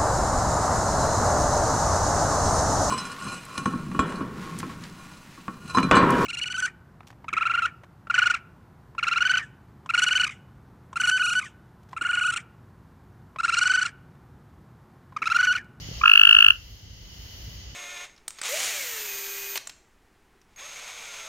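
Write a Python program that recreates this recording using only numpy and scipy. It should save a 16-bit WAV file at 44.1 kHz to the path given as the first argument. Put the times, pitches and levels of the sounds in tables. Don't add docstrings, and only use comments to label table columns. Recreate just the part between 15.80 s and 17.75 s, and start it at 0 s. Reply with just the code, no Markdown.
import sys
import numpy as np
from scipy import signal
from scipy.fft import rfft, irfft
from scipy.io import wavfile
from scipy.ndimage import uniform_filter1d

SR = 44100
rng = np.random.default_rng(int(sys.argv[2]) if len(sys.argv) > 2 else 0)


def pcm_store(signal):
    levels = np.round(np.clip(np.atleast_2d(signal), -1, 1) * 32767)
    wavfile.write(sys.argv[1], SR, levels.astype(np.int16).T)


N = 85995
TIME = np.arange(N) / SR
FREQS = np.maximum(np.arange(N // 2 + 1) * SR / N, 1)

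# (frequency [Hz], likeness [1 = same, 0 = unrelated])
EAR_LIKENESS = [(60, .95), (130, 0.95), (300, 0.89), (700, 0.17), (2000, -0.13), (3000, -.1),
                (6000, -0.079), (14000, -0.1)]


def from_db(db):
    return 10 ** (np.asarray(db) / 20)


def rms_one(x):
    return x / np.sqrt(np.mean(x ** 2) + 1e-20)


def along(rows, at):
    first, *columns = np.transpose(rows)
    return [np.interp(at, first, column) for column in columns]


def over_hz(points):
    hz, values = np.transpose(points)
    return np.interp(np.log(FREQS), np.log(hz), values)


def pan(db):
    return from_db(np.array([[.5], [-.5]]) * db)


def resonate(x, hz, width_hz):
    r = np.exp(-np.pi * width_hz / SR)
    feedback = [1, -2 * r * np.cos(2 * np.pi * hz / SR), r * r]
    return signal.lfilter(np.array([1, 0, -1]) * (1 - r * r) / 2, feedback, x + 1e-18)


def noise(spectrum, pan_db=0, likeness=EAR_LIKENESS):
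    mid, side = rfft(rng.standard_normal((2, N)))
    alike = np.clip(over_hz(likeness), -1, 1)
    both = np.sqrt(1 + alike) * mid + np.sqrt(1 - alike) * side * [[1], [-1]]
    return rms_one(irfft(both * from_db(over_hz(spectrum)) * pan(pan_db), N))


def delay(x, ms):
    return irfft(rfft(x) * np.exp(-2j * np.pi * FREQS * ms / 1000), N)


def far_chorus():
    # (pitch [Hz], width [Hz], level next to the hiss [dB])
    bands = [(2014, 86, -15.5), (3007, 340, -4), (6659, 150, -13)]
    chorus = 0
    for hz, width, db in bands:
        band = resonate(rng.standard_normal((2, N)), hz, width)
        chorus += from_db(db) * rms_one(resonate(band, hz, 2 * width))
    return chorus


def night_hiss():
    # (frequency [Hz], relative level [dB])
    hiss_colour = [(200, 0), (400, -2.5), (700, -4.5), (1100, -8), (1700, -5.5), (2050, -3.5), (2400, -6.5),
                   (3700, -4), (4600, 2), (5700, .5), (6300, -2), (6750, -1.5), (7300, -21.5),
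                   (9500, -26.5), (15800, -25)]
    air_colour = [(7000, -26), (9500, -16), (11500, 0.5), (15800, 1.5)]
    # (time [s], level [dB])
    hiss_level = [(0, -45), (.2, -42.5), (.32, -51), (.9, -53), (1.05, -54), (1.22, -52), (1.42, -49),
                  (1.58, -47.5), (1.78, -48), (1.95, -49.5)]
    air_level = [(0, -57), (.22, -55), (.75, -60.5), (.92, -57.5), (1.06, -65.5), (1.2, -62.5), (1.45, -54),
                 (1.75, -54), (1.87, -64), (1.95, -63)]
    hiss = from_db(along(hiss_level, TIME)[0]) * (far_chorus() + noise(hiss_colour))
    air = from_db(along(air_level, TIME)[0]) * noise(air_colour)
    return hiss + air


def rumble():
    # (frequency [Hz], relative level [dB])
    colour = [(22, -24), (34, -14), (43, 1), (62, 2), (82, -6.5), (108, -1.5), (138, -14.5), (170, -11),
              (210, -20), (320, -29), (700, -36.5), (1500, -52)]
    # (time [s], level [dB])
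    level = [(0, -37.5), (.22, -42), (.3, -56), (.4, -50.5), (.7, -48.5), (.85, -47), (1.1, -44),
             (1.22, -45), (1.35, -42.5), (1.5, -45), (1.72, -42.5), (1.95, -44.5)]
    return from_db(along(level, TIME)[0]) * noise(colour)


def bumps():
    # (start [s], peak level [dB], pitch [Hz])
    hits = [(0.087, -29, 143), (0.113, -28.5, 136), (1.677, -36.5, 129)]
    rise_s, scuff_db, scuff_top_hz = 0.0024, -12, 477
    keep_lows = signal.butter(3, scuff_top_hz, fs=SR, output="sos")
    scuff = from_db(scuff_db) * rms_one(signal.sosfilt(keep_lows, rng.standard_normal((2, N))))
    out = 0
    for start, db, hz in hits:
        age = np.maximum(TIME - start, 0)
        loudness = from_db(db) * age / rise_s * np.exp(1 - age / rise_s)
        out += loudness * (np.sin(2 * np.pi * hz * age) + scuff)
    return out


def voice_phase(glide):
    # (time [s], pitch [Hz])
    pitch = [(.215, 1166), (.239, 1322), (.262, 1351), (.3, 1372), (.39, 1409), (.49, 1420), (.71, 1406)]
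    waver_depth, waver_band_hz = 0.0069, [155, 310]
    keep_band = signal.butter(2, waver_band_hz, "band", fs=SR, output="sos")
    waver = rms_one(signal.sosfilt(keep_band, rng.standard_normal(N)))
    hz = along(pitch, TIME)[0] * glide * (1 + waver_depth * waver)
    return 2 * np.pi * np.cumsum(hz) / SR


def throat_pouch(pulse_time, phase, base_db):
    # (pitch [Hz], width [Hz], gain [dB])
    rings = [(1142, 170, -10), (1627, 217, 11), (3040, 620, 11.5)]
    snap_at, snap_width, octave_db, limit_db = 0.07, 0.34, -6.5, -12
    burst = np.exp(-((pulse_time - snap_at) / snap_width) ** 2)
    strength = from_db(np.minimum(base_db, limit_db))
    snap = strength * burst * (np.sin(phase) + from_db(octave_db) * np.sin(2 * phase))
    return sum(from_db(db) * resonate(resonate(snap, hz, width), hz, width) for hz, width, db in rings)


def voice_rasp(octave_gain, pulse_db):
    # (frequency [Hz], relative level [dB])
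    colour = [(700, -30), (1100, -10.5), (2200, -14.5), (3300, -0.5), (3750, -6), (4300, 9), (4900, -6.5),
              (5900, 0.5), (7900, -27), (8400, -11.5), (9900, -2.5), (11200, -12.5), (12800, -19),
              (13450, 4), (14300, -15.5), (15700, -23)]
    # (frequency [Hz], left minus right [dB])
    balance = [(4000, -1.5), (8500, 5), (10000, -8.5), (13500, -10.5)]
    # (frequency [Hz], likeness [1 = same])
    likeness = [(1000, .6), (14000, 0.44)]
    loudness = from_db(pulse_db - 32) * octave_gain ** 0.72
    return loudness * noise(colour, over_hz(balance), likeness)


def voice():
    # (peak time [s], base tone level [dB], octave level [dB])
    pulses = [(0.2167, -19, -18), (.239, -5.5, -15), (0.2593, -4.5, -4.5), (0.2799, -12.5, -2.5),
              (0.2982, -14, -1.6), (0.3179, -15, -1), (0.3378, -17.5, -0.5), (.358, -14, -1.5),
              (0.3773, -16, -0.47), (.397, -16, -0.9), (0.4158, -14.5, -1.2), (.4357, -15.5, -0.55),
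              (0.4539, -17, -0.7), (0.4739, -14.5, -1.55), (0.494, -16, -0.7), (0.5124, -15.5, -1.3),
              (0.53, -18.5, -0.92), (0.5508, -15, -1), (0.569, -16, -1.54), (0.5893, -15.5, -1.27),
              (.6083, -17.5, -1.9), (0.6265, -14.5, -1.04), (0.6473, -14.5, -0.97), (0.6658, -16.5, -0.74),
              (0.6855, -14.5, -1.1857), (0.7068, -17.5, -0.6)]
    # (time from peak before stretching [ms], pitch [ratio], base tone [dB], octave [dB])
    shape = [(-6, .923, -35.5, -48), (-5.5, .96, -10.5, -31.5), (-4, .95, -4, -8), (-3, .935, -2, -7),
             (-1.4, .972, -2.5, -1.16), (0, 1, -1.5, -0.3), (1, 1.04, 0.5, -2.5), (3, 1.075, -10, -16.5),
             (5, 1.055, -19, -21), (9, .953, -31, -49.5)]
    # (time [s], rise length [ratio], fall length [ratio])
    stretch = [(.215, 0.8, 0.56), (.24, 0.653, 1.7), (.26, 0.63, 1.26), (.3, 0.95, .95), (.6, .98, 1.0),
               (.71, 0.812, 0.87)]
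    # (pitch [multiple of the base tone], level next to the octave [dB])
    overtones = [(3, -31.5), (4, -38.5), (5, -52.5)]
    peak_s, base_db, octave_db = np.transpose(pulses)
    nearest = np.searchsorted((peak_s[1:] + peak_s[:-1]) / 2, TIME)
    from_peak_ms = (TIME - peak_s[nearest]) * 1000
    rise, fall = along(stretch, TIME)
    pulse_time = from_peak_ms / np.where(from_peak_ms < 0, rise, fall)
    glide, base_shape_db, octave_shape_db = along(shape, pulse_time)
    in_pulse = (pulse_time > shape[0][0]) & (pulse_time < shape[-1][0])
    sounding = uniform_filter1d(in_pulse.astype(float), size=40)
    base_gain = sounding * from_db(base_db[nearest] + base_shape_db)
    octave_gain = sounding * from_db(octave_db[nearest] + octave_shape_db)
    phase = voice_phase(glide)
    lower = base_gain * np.sin(phase) + throat_pouch(pulse_time, phase, base_db[nearest])
    high_tones = sum(from_db(db) * np.sin(multiple * phase) for multiple, db in overtones)
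    upper = octave_gain * (np.sin(2 * phase) + high_tones)
    return lower, upper, voice_rasp(octave_gain, octave_db[nearest])


def frog():
    # (frequency [Hz], gain [dB])
    body = [(600, -28.5), (900, -12.5), (1080, -1.5), (1800, -0.5), (2130, -14), (2400, -1), (3000, 0),
            (3300, 4.5), (3700, -7.5), (4200, -0.5)]
    lower, upper, rasp = voice()
    lower, upper = irfft(rfft(np.array([lower, upper])) * from_db(over_hz(body)), N)
    left, right = lower * pan(db=-3) + upper * pan(db=0.86) + rasp
    direct = np.array([left, delay(right, ms=0.123)])
    near_lower = from_db(-12.5) * tail(lower + rasp[1], fade_s=0.21)
    near_upper = from_db(-22.5) * tail(upper, fade_s=0.2)
    far = from_db(-32.5) * tail(upper, fade_s=0.52)
    return direct + wall_echoes(lower, upper) + near_lower + near_upper + far


def tail(x, fade_s, start_s=0.006):
    age = TIME[:N // 3]
    reflections = rng.standard_normal((2, len(age))) * from_db(-60 * age / fade_s) * (age > start_s)
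    reflected = signal.fftconvolve(x[None], reflections, axes=1)[:, :N]
    return reflected / reflected.std(axis=1, keepdims=True) * x.std()


def wall_echoes(lower, upper):
    # (delay [ms], left gain [dB], right gain [dB], extra gain for the lower part [dB])
    walls = [(11.397, -33.5, -23.5, -5.5), (15.72, -19.5, -43, 8), (52, -28.5, -36, -8.5)]
    echoes = 0
    for ms, left_db, right_db, lower_db in walls:
        echo = delay(from_db(lower_db) * lower + upper, ms)
        echoes += echo * from_db([[left_db], [right_db]])
    return echoes


def scene():
    return frog() + night_hiss() + rumble() + bumps()


def record(dry):
    stop_db, stop_hz = 80, 16200
    cut_treble = signal.cheby2(24, stop_db, stop_hz, fs=SR, output="sos")
    return signal.sosfilt(cut_treble, np.clip(dry, -1, 1))


dry = scene()
out = record(dry)
pcm_store(out)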